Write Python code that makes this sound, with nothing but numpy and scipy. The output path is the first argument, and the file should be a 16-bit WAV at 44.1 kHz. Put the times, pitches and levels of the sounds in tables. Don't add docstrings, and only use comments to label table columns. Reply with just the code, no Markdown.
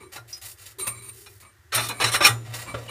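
import sys
import numpy as np
from scipy import signal
from scipy.fft import rfft, irfft
from scipy.io import wavfile
from scipy.ndimage import uniform_filter1d

SR = 44100
rng = np.random.default_rng(int(sys.argv[2]) if len(sys.argv) > 2 else 0)


def output_pcm(signal):
    pcm = np.clip(np.atleast_2d(signal).T, -1, 1) * 32767
    wavfile.write(sys.argv[1], SR, np.round(pcm).astype(np.int16))


N = 127890
SCRAPE_GRIP = dict(rise_s=0.0046, fall_s=0.004, impacts_per_s=1400)


def amp(db):
    return 10 ** (np.asarray(db) / 20)


def unit(x):
    return x / np.sqrt(np.sum(x ** 2) + 1e-20)


def curve_at(points, hz):
    point_hz, values = np.transpose(points)
    return np.interp(np.log(hz + 1), np.log(point_hz + 1), values)


def add(mix, start_s, sound):
    part = mix[max(round(start_s * SR), 0):][:len(sound)]
    part += sound[:len(part)]


def coloured(x, colour):
    hz = np.fft.rfftfreq(len(x), 1 / SR)
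    return irfft(rfft(x) * amp(curve_at(colour, hz)), len(x))


def firebox(colour):
    # frequency in Hz, time in seconds for the firebox's modes to fall 60 dB.
    decay_times = [(100, 1), (600, 0.34), (2500, 0.12), (15000, 0.16)]
    room_db, room_t60 = -34, 1
    early_db, early_s = 4.5, 0.0084
    size = SR // 2
    flat_noise = irfft(np.exp(2j * np.pi * rng.random(size // 2 + 1)), size)
    hz, t, spectra = signal.stft(coloured(flat_noise, colour), SR, nperseg=256)
    box_decay = amp(-60 * t / curve_at(decay_times, hz)[:, None])
    room_decay = amp(room_db - 60 * t / room_t60)
    tail = signal.istft(spectra * (box_decay + room_decay), SR)[1][:size]
    early_boost = 1 + amp(early_db) * np.exp(-np.arange(size) / SR / early_s)
    return unit(tail * early_boost)


def tube_ring(modes, t60, detune_hz):
    tubes, spot_db = 3, -3
    draws = rng.uniform(-0.82, 1, (len(modes), tubes, 3))
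    t = np.arange(SR // 4) / SR
    tone = np.zeros(len(t))
    for (hz, db), per_tube in zip(modes, draws):
        for detune, spot, phase in per_tube:
            angle = 2 * np.pi * (hz + detune_hz * detune) * t + np.pi * phase
            tone += amp(db + spot_db * spot) * np.sin(angle)
    return unit(np.pad(tone * amp(-60 * t / t60), (0, SR // 2 - len(t))))


def contact(body, length_s, db, tilt, rise_s, fall_s, impacts_per_s, spread_db):
    size = SR // 2
    t, hz = np.arange(size) / SR, np.fft.rfftfreq(2 * size, 1 / SR)
    onset = np.sin(np.pi / 2 * np.minimum(t / rise_s, 1)) ** 2
    force = onset * np.exp(-np.maximum(t - length_s, 0) / fall_s)
    impacts = rng.choice([-1., 1.], size) * (rng.random(size) < impacts_per_s / SR)
    impacts *= amp(spread_db * np.minimum(rng.exponential(1, size), 3))
    brightness = amp(tilt * np.log2(np.maximum(hz, 700) / 700))
    response = irfft(rfft(impacts * force, 2 * size) * rfft(body, 2 * size) * brightness)
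    return amp(db) * np.linalg.norm(force) * unit(response)


def mode(hz, db, t60):
    t = np.arange(SR) / SR
    return amp(db) * np.exp(-np.log(1000) * t / t60) * np.sin(2 * np.pi * hz * t)


def scrapes():
    # start in seconds, length in seconds, level in dB, tilt in dB per octave.
    drags = [(0, 0.044, -47.5, -4.5), (0.783, 0.036, -29, 1), (0.819, 0.042, -34.5, -1.5),
             (0.864, 0.016, -22.5, 0), (0.898, 0.12, -47, -1), (1.017, 0.079, -40.5, 1),
             (1.421, 0.044, -50, -5), (1.932, 0.063, -41.5, -2), (2.657, 0.045, -36, -6.5),
             (2.883, 0.013, -34, -5)]
    # frequency in Hz, relative level in dB of a mode of the scraped tube.
    singing_modes = [(1195, -5.5), (2280, 0), (4000, -6.5), (7400, -4.5), (8825, 8.5), (9022, -10),
                     (9820, -8)]
    # frequency in Hz, relative level in dB of the dense wash of weaker modes.
    colour = [(250, -3), (750, -6.5), (1150, 8), (1500, -7), (2400, 6.5), (3300, -4.5), (4000, 5.5),
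              (4700, -5), (8200, -1), (9300, 15), (10300, 3), (15000, -1.5)]
    out, wash = np.zeros(N), firebox(colour)
    for start_s, length_s, db, tilt in drags:
        body = wash + amp(2) * tube_ring(singing_modes, t60=0.21, detune_hz=29)
        add(out, start_s, contact(body, length_s, db, tilt, **SCRAPE_GRIP, spread_db=4))
    return out


def groans():
    # start in seconds, length in seconds, level in dB.
    turns = [(0, .1, -50.5), (0.775, .06, -43), (0.858, .52, -59)]
    out, resonance = np.zeros(N), mode(hz=388.7, db=0, t60=0.028)
    body = signal.fftconvolve(resonance, resonance)[:SR // 2]
    for start_s, length_s, db in turns:
        add(out, start_s, contact(body, length_s, db, tilt=0, **SCRAPE_GRIP, spread_db=1.5))
    return out


def room_rumble():
    # frequency in Hz, relative spectral density in dB.
    colour = [(25, -25), (73, 0.5), (110, 4.5), (220, -52), (350, -8.5), (480, -26.5), (1300, -21.5),
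              (1860, -15.5), (2300, -26.5), (15000, -34)]
    rms_db = -55
    return amp(rms_db) * np.sqrt(N) * unit(coloured(rng.standard_normal(N), colour))


def slides():
    # start in seconds, length in seconds, level in dB, tilt in dB per octave.
    strokes = [(0.113, 0.055, -41, -3), (0.266, 0.11, -47, -1), (0.408, 0.057, -38.5, -1),
               (0.457, 0.066, -40.5, 2), (0.556, 0.16, -48, -1), (0.652, 0.014, -40, -1.5),
               (1.108, 0.14, -48, 1.5), (1.262, 0.12, -54, 2), (1.399, 0.014, -46.5, -0.5),
               (2.434, 0.13, -45, -6.5), (2.53, 0.041, -33.5, -3.5), (2.578, 0.052, -37.5, -3.5),
               (2.579, 0.3, -46.5, -5.5)]
    # frequency in Hz, relative level in dB of the hiss.
    colour = [(250, -17), (600, -8.5), (4500, -0.5), (8000, 0), (9300, 4), (10400, 0), (15000, -1.5)]
    out, wash = np.zeros(N), firebox(colour)
    for start_s, length_s, db, tilt in strokes:
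        hiss = contact(wash, length_s, db, tilt,
                       rise_s=0.23 * length_s, fall_s=0.0071, impacts_per_s=2600, spread_db=7)
        add(out, start_s, hiss)
    return out


def knocks():
    # start in seconds, length in seconds, level in dB, tilt in dB per octave.
    hits = [(0.155, 0.01, -35, -1), (1.258, 0.012, -42.5, 1), (1.717, 0.051, -24, 1),
            (1.745, 0.014, -17, 9.5), (1.77, 0.026, -22, -2), (1.79, 0.078, -30.5, 4),
            (1.8837, 0.0053, -25.5, 5.5), (1.889, 0.027, -29, -2.5), (1.998, 0.013, -21.5, -1.5),
            (2.011, 0.014, -18, -1), (2.038, 0.0093, -15, 0), (2.053, 0.04, -25.5, 1),
            (2.11, 0.048, -24, 4.5), (2.135, 0.013, -17, -0.5), (2.147, 0.013, -21.5, 0.5),
            (2.2037, 0.013, -15.5, -2.5), (2.222, 0.02, -19, 1.5), (2.241, 0.027, -9.5, 2),
            (2.7411, 0.0034, -22.5, -8)]
    # frequency in Hz, relative level in dB of a mode of the struck tubes.
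    tube_modes = [(828, -8), (1180, 2), (1298, -3.5), (1595, -16), (2435, 0), (2948, -2.5), (3560, 1.5),
                  (3844, -4), (4078, 2), (5470, -1.5), (8807, -4.5)]
    # frequency in Hz, relative level in dB of the dense wash of weaker modes.
    colour = [(25, -9), (200, -14), (450, -2), (950, -1.5), (1400, 3), (2600, 2), (3250, -5.5), (3900, 1.5),
              (4800, -11.5), (5600, -3), (6200, -10.5), (8100, -10.5), (9200, -4.5), (10400, -11),
              (15000, -21.5)]
    out = np.zeros(N)
    for start_s, length_s, db, tilt in hits:
        body = firebox(colour) + amp(-2.5) * tube_ring(tube_modes, t60=0.12, detune_hz=22.7)
        clank = contact(body, length_s, db, tilt,
                        rise_s=0.21 * length_s, fall_s=0.0047, impacts_per_s=3000, spread_db=1.5)
        add(out, start_s, clank)
    return out


def wall_booms():
    # start in seconds, level in dB, time in seconds to fall 60 dB.
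    pushes = [(0.171, -41, 0.54), (.865, -40, 1), (1.744, -28, 0.79), (2.029, -23.5, 0.47),
              (2.286, -20.5, 0.59), (2.47, -28.5, 0.72), (2.728, -32, 0.87)]
    wall_hz, rise_s = 116, 0.024
    out, onset = np.zeros(N), np.minimum(np.arange(SR) / SR / rise_s, 1)
    for start_s, db, t60 in pushes:
        add(out, start_s, onset * mode(wall_hz, db, t60))
    return out


def pings():
    # start in seconds, frequency in Hz, level in dB, time in seconds to fall 60 dB.
    taps = [(0.178, 1396, -36.5, 0.14), (0.327, 5060, -29.5, 0.17), (0.329, 5730, -29, 0.089),
            (2.249, 5485, -5.5, 0.089), (2.251, 2423, -1.5, 0.059), (2.27, 7025, -37.5, 0.46),
            (2.62, 7600, -48, 0.7), (2.88, 2916, -33.5, 0.13)]
    rise_s, chatter_s = 0.002, 0.057
    out, t = np.zeros(N), np.arange(SR) / SR
    onset = np.minimum(t / rise_s, 1)
    for start_s, hz, db, t60 in taps:
        chatter = np.sqrt(SR) * unit(uniform_filter1d(rng.standard_normal(SR), size=60))
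        modulation = 1 + chatter * np.exp(-t / chatter_s) / 2
        add(out, start_s, onset * modulation * mode(hz, db, t60))
    return out


def scene():
    return (knocks() + slides() + scrapes() + groans() + pings() + wall_booms() + room_rumble())[None]


def record(dry):
    ceiling, low_cut_hz, high_cut_hz = 0.7, 48, 15300
    rounded = ceiling * np.tanh(dry / ceiling)
    highpass = signal.butter(2, low_cut_hz, "high", fs=SR, output="sos")
    lowpass = signal.firwin(511, high_cut_hz, window=("kaiser", 9), fs=SR)
    return signal.oaconvolve(signal.sosfilt(highpass, rounded), lowpass[None], "same")


dry = scene()
out = record(dry)
output_pcm(out)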